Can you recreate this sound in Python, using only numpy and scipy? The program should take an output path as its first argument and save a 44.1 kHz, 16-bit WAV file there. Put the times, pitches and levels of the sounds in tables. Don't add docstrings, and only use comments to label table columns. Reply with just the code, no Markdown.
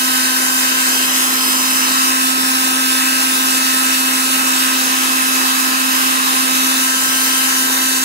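import sys
import numpy as np
from scipy import signal
from scipy.io import wavfile
from scipy.ndimage import uniform_filter1d

SR = 44100
rng = np.random.default_rng(int(sys.argv[2]) if len(sys.argv) > 2 else 0)


def bounce(signal):
    frames = np.transpose(np.atleast_2d(signal))
    limited = np.clip(frames, -1, 1)
    pcm = np.round(limited * 32767).astype(np.int16)
    wavfile.write(sys.argv[1], SR, pcm)


N = 354563
FRAME, HOP, BAND_EDGE_HZ = 2048, 512, 15720
TIME = np.arange(N) / SR
FRAME_TIME = np.arange(N // HOP + 5) * HOP / SR
BIN_HZ = np.fft.rfftfreq(FRAME, 1 / SR)


# (frequency [Hz], coherence [0-1])
AIR_COHERENCE = [(40, .4), (250, .9), (480, .6), (760, .38), (900, .75), (1100, .86), (1550, .9),
                 (1750, .62), (2050, .66), (2350, .33), (2600, .5), (2950, .48), (3400, .62), (3950, .42),
                 (4400, .64), (5000, .62), (5500, .46), (5950, .25), (6600, .54), (7400, .48), (8200, .32),
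                 (10000, .46), (14000, .56)]
# (frequency [Hz], left minus right [dB])
AIR_BALANCE = [(100, 2), (330, 6), (520, 4), (750, -4), (1050, 0), (1300, 6), (1650, 0), (2200, 0.5),
               (3500, 2), (5000, -2), (6100, -2), (8200, -3), (11000, -0.5), (13200, 1)]
def air(level_db=-15, aside_scatter=.51, scatter_hz=2800, ripple_db=1.2, ripple_radians=.7):
    treble = BIN_HZ / np.hypot(BIN_HZ, 5000)
    scattered = aside_scatter * turned_away() / (1 + (scatter_hz / (BIN_HZ + 1)) ** 4)
    coherence = np.clip(over_hz(AIR_COHERENCE, BIN_HZ) * (1 - scattered), 0, 1)
    direct = noise_frames(channels=1) * np.exp(1j * ripple_radians * treble ** 2 * bench_ripple())
    rush = np.sqrt(coherence) * direct + np.sqrt(1 - coherence) * noise_frames(channels=2)
    gains = amp(ripple_db * treble * bench_ripple()) * pickup(BIN_HZ, over_hz(AIR_BALANCE, BIN_HZ))
    opposed = noise_frames(channels=1) * abs(gains).mean(axis=0) * np.array([1, -1])[:, None, None]
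    share = antiphase_share()
    rush = np.sqrt(1 - share) * gains * rush + np.sqrt(share) * opposed
    return amp(level_db) * to_sound(rush * jet_colour(treble))


# (frequency [Hz], relative spectral density [dB])
JET_SPECTRUM = [(25, -60.5), (60, -37), (100, -42.5), (170, -15), (240, -7.5), (500, -10.5), (850, -7),
                (1300, -0.5), (2250, -4.5), (4500, -5), (6500, -4.5), (8500, -4), (12200, -6.5),
                (14300, -8), (15100, -10.5), (15700, -10.5)]
# (frequency [Hz], width [Hz], gain [dB])
BARREL_RESONANCES = [(329, 29, 4), (1053, 170, 4.5), (1660, 380, 1.5), (2900, 880, 3.5), (3850, 320, 1.5)]
def jet_colour(treble, eddy_db=1.08, surge_db=.63, surge_hz=12):
    colour_db = over_hz(JET_SPECTRUM, BIN_HZ)[0]
    for hz, width_hz, db in BARREL_RESONANCES:
        colour_db = colour_db + db / (1 + (2 * (BIN_HZ - hz) / width_hz) ** 4)
    eddies = patches()[0]
    surges = treble * unit_rms(drift(surge_hz).real)[:, None]
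    return amp(colour_db + eddy_db * eddies + surge_db * surges)


# (frequency [Hz], half-width [Hz], power share [0-1], swing that halves it [0-1])
ANTIPHASE_BANDS = [(3220, 175, 1, .62), (4990, 130, .8, .52), (14350, 300, .5, .6)]
def antiphase_share(rest_ms=.485, rise_per_ms=1.15, tremor_depth=.0092, tremor_hz=3):
    delay_ms, aside, _ = hand()[:, :, None]
    slide = 1 + rise_per_ms * (rest_ms - delay_ms) + tremor_depth * drift(tremor_hz).real[:, None]
    bands = [share / (1 + ((BIN_HZ - hz * slide) / width_hz) ** 4) / (1 + (aside / fades_at) ** 10)
             for hz, width_hz, share, fades_at in ANTIPHASE_BANDS]
    return np.clip(sum(bands), 0, 1)


# (time [s], shaft speed [Hz])
SHAFT_SPEED = [(0, 257.4), (.5, 258.1), (1, 258.5), (1.5, 259), (2, 259.7), (2.5, 260.25), (3.5, 260.3),
               (4.2, 260), (5, 260.3), (6, 260.3), (6.55, 259.9), (7, 260.9), (7.5, 260.7), (8, 260.3)]
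STRONG_HARMONICS = { 1: [(0, -28, -25, 0), (1.3, -29, -27.5, -0.18), (2.3, -27.5, -23.5, -0.04),
                    (4, -28, -24.0, -0.31), (6.3, -29.5, -23.5, -0.78), (6.65, -27, -21, -0.4),
                    (7.05, -27.8, -28.8, 0.0), (7.6, -27, -26.5, -0.075)], 4: [(0, -36.5, -46, -0.8),
                    (1.5, -33, -36, -1.4), (3.5, -36.5, -45, -1), (5.3, -32, -27, -3),
                    (6.5, -39, -31, -3.5), (6.9, -31, -49, -4.5), (8, -33, -50, -1.5)],
                    5: [(0, -25.5, -25.5, 2.9), (1.4, -28.5, -25.5, 3.73), (2, -20.5, -21.5, 3.53),
                    (2.8, -28, -25, 2.5), (4.3, -29.5, -23, 3.1), (5.5, -34, -26, 2.6),
                    (6.7, -30, -25, 3.8), (7.1, -25.5, -26.5, 4.2), (8, -30, -28, 3.96)],
                    6: [(0.1, -22.5, -28, 1.7), (1.3, -25, -32, 2.77), (2.2, -29, -28.5, 1.8),
                    (3.3, -22.5, -29.5, 2.13), (4.8, -30.2, -27, 2.34), (5.1, -25, -25.5, 2.65),
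                    (6.4, -29, -24.5, 2.77), (6.85, -22.5, -30, 2.35), (8, -24.5, -28, 2.05)],
                    10: [(0.0, -31, -30, 2), (0.32, -41, -28.5, 1.5), (0.64, -28.5, -32.2, 2.1),
                    (1.44, -33, -31, 2), (1.6, -35, -32, 0), (2.56, -30.5, -33, -3),
                    (2.88, -33.1, -29.5, 1), (3.36, -30, -30, -2), (3.68, -33.4, -28.5, 1.2),
                    (4.64, -32, -31, -0.7), (4.96, -29, -35, 0.1), (5.12, -29, -28.5, 0.3),
                    (6.4, -32, -37.3, -1), (6.56, -30, -34, -0.5), (7.36, -27.5, -33, -3),
                    (8.0, -37.9, -32.5, -1)], 15: [(0.0, -36.7, -33.2, 0.4), (0.48, -41.7, -40, -0.2),
                    (1.76, -37.8, -39.6, 1.1), (2.24, -39, -37, -1.8), (2.56, -32, -33.9, -1.3),
                    (2.88, -37, -37, -0.45), (4.64, -32.0, -41, -2), (5.28, -46, -29, 2.27),
                    (6.56, -33.3, -31, 0.9), (7.04, -32, -43.1, -1.65), (8.0, -34.2, -39.3, -0.64)],
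                    20: [(0.0, -33, -29, -2.5), (0.8, -43, -31, -2.5), (1.12, -32, -30.5, -0.3),
                    (1.76, -33.2, -26.5, -1), (2.4, -32.9, -27.7, -5.0), (2.88, -38, -26, -3.3),
                    (3.2, -29, -29.5, -2), (4.32, -36.5, -29, -3.5), (4.96, -32, -31, -5.5),
                    (5.44, -38, -29.5, -4.5), (5.92, -36.7, -28.3, -5.6), (6.24, -41, -26.5, -4.5),
                    (6.4, -37, -28.1, -3), (6.56, -33.9, -29.5, -2), (6.88, -34, -35.3, -2),
                    (7.2, -30, -40.6, -0.5), (8.0, -31, -34, -3.5)]}
# (harmonic [multiple of shaft speed], level [dB], left minus right [dB])
WEAK_HARMONICS = [(2, -55, 1), (3, -46, -5), (7, -41.5, 0), (9, -40, 0), (11, -45, 2), (14, -39.5, 2),
                  (16, -45, 0), (17, -45, -2), (19, -43, -2), (21, -41, -4), (24, -46, -2), (25, -36.5, -5),
                  (26, -45, -4), (29, -44, -3), (30, -42, -3), (40, -45, -1), (44, -45, 1), (45, -45, 1),
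                  (50, -44, 1), (55, -49, 1), (60, -44, 0)]
def fan(waver_hz=.11, waver_rate_hz=6, fade_hz=3, strong_fading=.074, weak_fading=.99):
    speed_hz = over_time(SHAFT_SPEED, FRAME_TIME)[0] + waver_hz * unit_rms(drift(waver_rate_hz).real)
    angle = 2 * np.pi * np.cumsum(np.interp(TIME, FRAME_TIME, speed_hz)) / SR

    def harmonic(order, gains, fading):
        gains = gains * (1 + fading * np.array([drift(fade_hz), drift(fade_hz)])) / np.hypot(1, fading)
        wave = np.sqrt(2) * np.exp(1j * (order * angle + 2 * np.pi * rng.random()))
        return np.array([(wave * np.interp(TIME, FRAME_TIME, gain)).real for gain in gains])

    out = np.zeros((2, N))
    for order, curve in STRONG_HARMONICS.items():
        left_db, right_db, lead = over_time(curve, FRAME_TIME)
        gains = np.array([amp(left_db) * np.exp(.5j * lead), amp(right_db) * np.exp(-.5j * lead)])
        out += harmonic(order, gains, strong_fading * np.sqrt(order))
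    for order, db, balance_db in WEAK_HARMONICS:
        gains = pickup(np.array([order * speed_hz.mean()]), balance_db)[:, :, 0]
        out += harmonic(order, amp(db) * unit_rms(gains), weak_fading)
    return out * signal.windows.tukey(N, .002)


# (peak time [s], Gaussian width [s], frequency [Hz], level [dB])
GRILLE_WHISTLES = [(.7, .6, 14732, -38), (3.2, 1.5, 14830, -42)]
def grille_whistles(width_hz=14):
    out = np.zeros((2, N))
    for peak_s, width_s, hz, db in GRILLE_WHISTLES:
        tone = np.sqrt(2) * amp(db) * swell(peak_s, width_s) * np.exp(2j * np.pi * hz * TIME)
        out += [(tone * np.interp(TIME, FRAME_TIME, drift(width_hz))).real for mic in range(2)]
    return out


# (peak time [s], Gaussian width [s], mean level of left and right [dB])
GUSTS = [(2.42, 0.044, -41), (4.318, .025, -44), (7.094, 0.068, -40)]
# (frequency [Hz], relative spectral density [dB])
GUST_SPECTRUM = [(20, -17.5), (60, -18), (140, 3), (230, 9), (500, -30), (2000, -80)]
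def wind_buffets(balance_db=6):
    envelope = sum(amp(db) * swell(peak_s, width_s) for peak_s, width_s, db in GUSTS)
    rumble = to_sound(noise_frames(channels=2) * amp(over_hz(GUST_SPECTRUM, BIN_HZ)))
    return envelope * rumble * amp(balance_db * np.array([[.5], [-.5]]))


# (frequency [Hz], phase lead of the left [rad])
BODY_PHASE = [(50, .1), (380, 0.26), (700, -0.1), (800, 1.5), (1200, 1), (1580, 0.78), (1750, -0.16),
              (2200, -1.1), (2550, -5), (2950, -5.5), (3350, -6), (3600, -7), (3900, -7.5), (4300, -6),
              (4800, -6.5), (5100, -6.5), (5700, -7.5), (6150, -11.5), (6700, -12), (7300, -12.5),
              (8300, -12), (10000, -14), (12000, -15.3), (15000, -16.2)]
# (frequency [Hz], left gain [dB], right gain [dB])
SWING_COLOUR = [(280, 1, 8), (480, 0.5, 2), (795, -2.5, 2.5), (1060, -1.5, 11), (1170, 10.5, 23),
                (1650, -7, 4.5), (2430, 8.5, 2.5), (2900, 1, 4), (3340, -1, -6), (3800, 0.5, 0.5),
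                (5940, -4.5, -4.5), (6560, -1, -3.5), (8300, 0, -2.5), (11500, 0.5, -2), (15000, -1, -3.5)]
def pickup(hz, balance_db, echo_ms=.62, echo_gain=.47):
    delay_ms, aside, near_db = hand()[:, :, None]
    phase = over_hz(BODY_PHASE, hz) - 2 * np.pi * hz * delay_ms / 1000
    side = np.array([.5, -.5])[:, None, None]
    level_db = near_db + side * balance_db + over_hz(SWING_COLOUR, hz)[:, None] * (aside - .5)
    reflected = echo_gain * turned_away() * hz / BAND_EDGE_HZ
    comb = 1 + reflected * np.exp(-2j * np.pi * hz * echo_ms / 1000)
    return amp(level_db) * comb * np.exp(1j * side * phase)


def bench_ripple(per_delay_ms=22, per_swing=5, tremor_per_s=1.286):
    delay_ms, aside, _ = hand()
    moved = per_delay_ms * abs(np.gradient(delay_ms)) + per_swing * abs(np.gradient(aside))
    step, fraction = np.divmod(np.cumsum(moved) + tremor_per_s * FRAME_TIME, 1)
    step, blend = step.astype(int), fraction[:, None] * np.pi / 2
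    patterns = patches(frames=1, bins=12)
    return np.cos(blend) * patterns[:, step] + np.sin(blend) * patterns[:, step + 1]


# (time [s], delay of the left microphone [ms], swing aside [0-1], gain [dB])
HAND_PATH = [(0, .45, .05, -.5), (.6, .445, 0.2, -0.5), (.92, .435, .12, 0), (1.2, 0.36, 0.32, .5),
             (1.5, 0.4, 0.27, 0), (1.9, .425, 0.45, 0.5), (2.25, 0.49, 0.42, -.5), (4.3, 0.49, 0.51, 0),
             (5.05, .47, 0.79, -0.7), (6.35, 0.46, 0.69, -0.2), (6.65, 0.496, 0.58, 0.5),
             (6.87, 0.46, .08, -.5), (7.12, 0.4, 0.06, -0.5), (7.55, 0.45, 0.04, 0), (8.04, 0.47, 0.04, -1)]
def hand():
    return over_time(HAND_PATH, FRAME_TIME)


def turned_away(onset_swing=.62, full_swing=.77):
    return np.interp(hand()[1], [onset_swing, full_swing], [0, 1])[:, None]


def amp(db):
    return 10 ** (np.asarray(db) / 20)


def unit_rms(x):
    return x / np.sqrt(np.mean(abs(x) ** 2) + 1e-20)


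def swell(peak_s, width_s):
    return np.exp(-.5 * ((TIME - peak_s) / width_s) ** 2)


def over_hz(table, hz):
    table_hz, *columns = np.transpose(table)
    return np.array([np.interp(np.log(hz + 1), np.log(table_hz + 1), column) for column in columns])


def over_time(table, t):
    times, *columns = np.transpose(table)
    return np.array([np.interp(t, times, column) for column in columns])


def drift(rate_hz):
    hz = np.fft.fftfreq(len(FRAME_TIME), FRAME_TIME[1])
    spectrum = rng.standard_normal(len(hz)) + 1j * rng.standard_normal(len(hz))
    return unit_rms(np.fft.ifft(spectrum / (1 + (hz / rate_hz) ** 2)))


def noise_frames(channels):
    shape = (channels, len(FRAME_TIME), len(BIN_HZ))
    return rng.standard_normal(shape) + 1j * rng.standard_normal(shape)


def patches(frames=8, bins=40):
    field = uniform_filter1d(noise_frames(channels=2).real, frames, axis=1)
    field = uniform_filter1d(field, bins, axis=2)
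    return unit_rms(uniform_filter1d(field, bins // 2, axis=2))


def to_sound(frames):
    _, wave = signal.istft(frames.swapaxes(1, 2), nperseg=FRAME, noverlap=FRAME - HOP)
    return unit_rms(wave[:, :N])


def scene():
    return air() + fan() + grille_whistles() + wind_buffets()


def record(dry):
    knee, headroom = .7, .2
    below = np.clip(dry, -knee, knee)
    rounded = below + headroom * np.tanh((dry - below) / headroom)
    low_pass = signal.firwin(2047, BAND_EDGE_HZ, window=("kaiser", 9), fs=SR)
    return signal.oaconvolve(rounded, low_pass[None], "same")


dry = scene()
out = record(dry)
bounce(out)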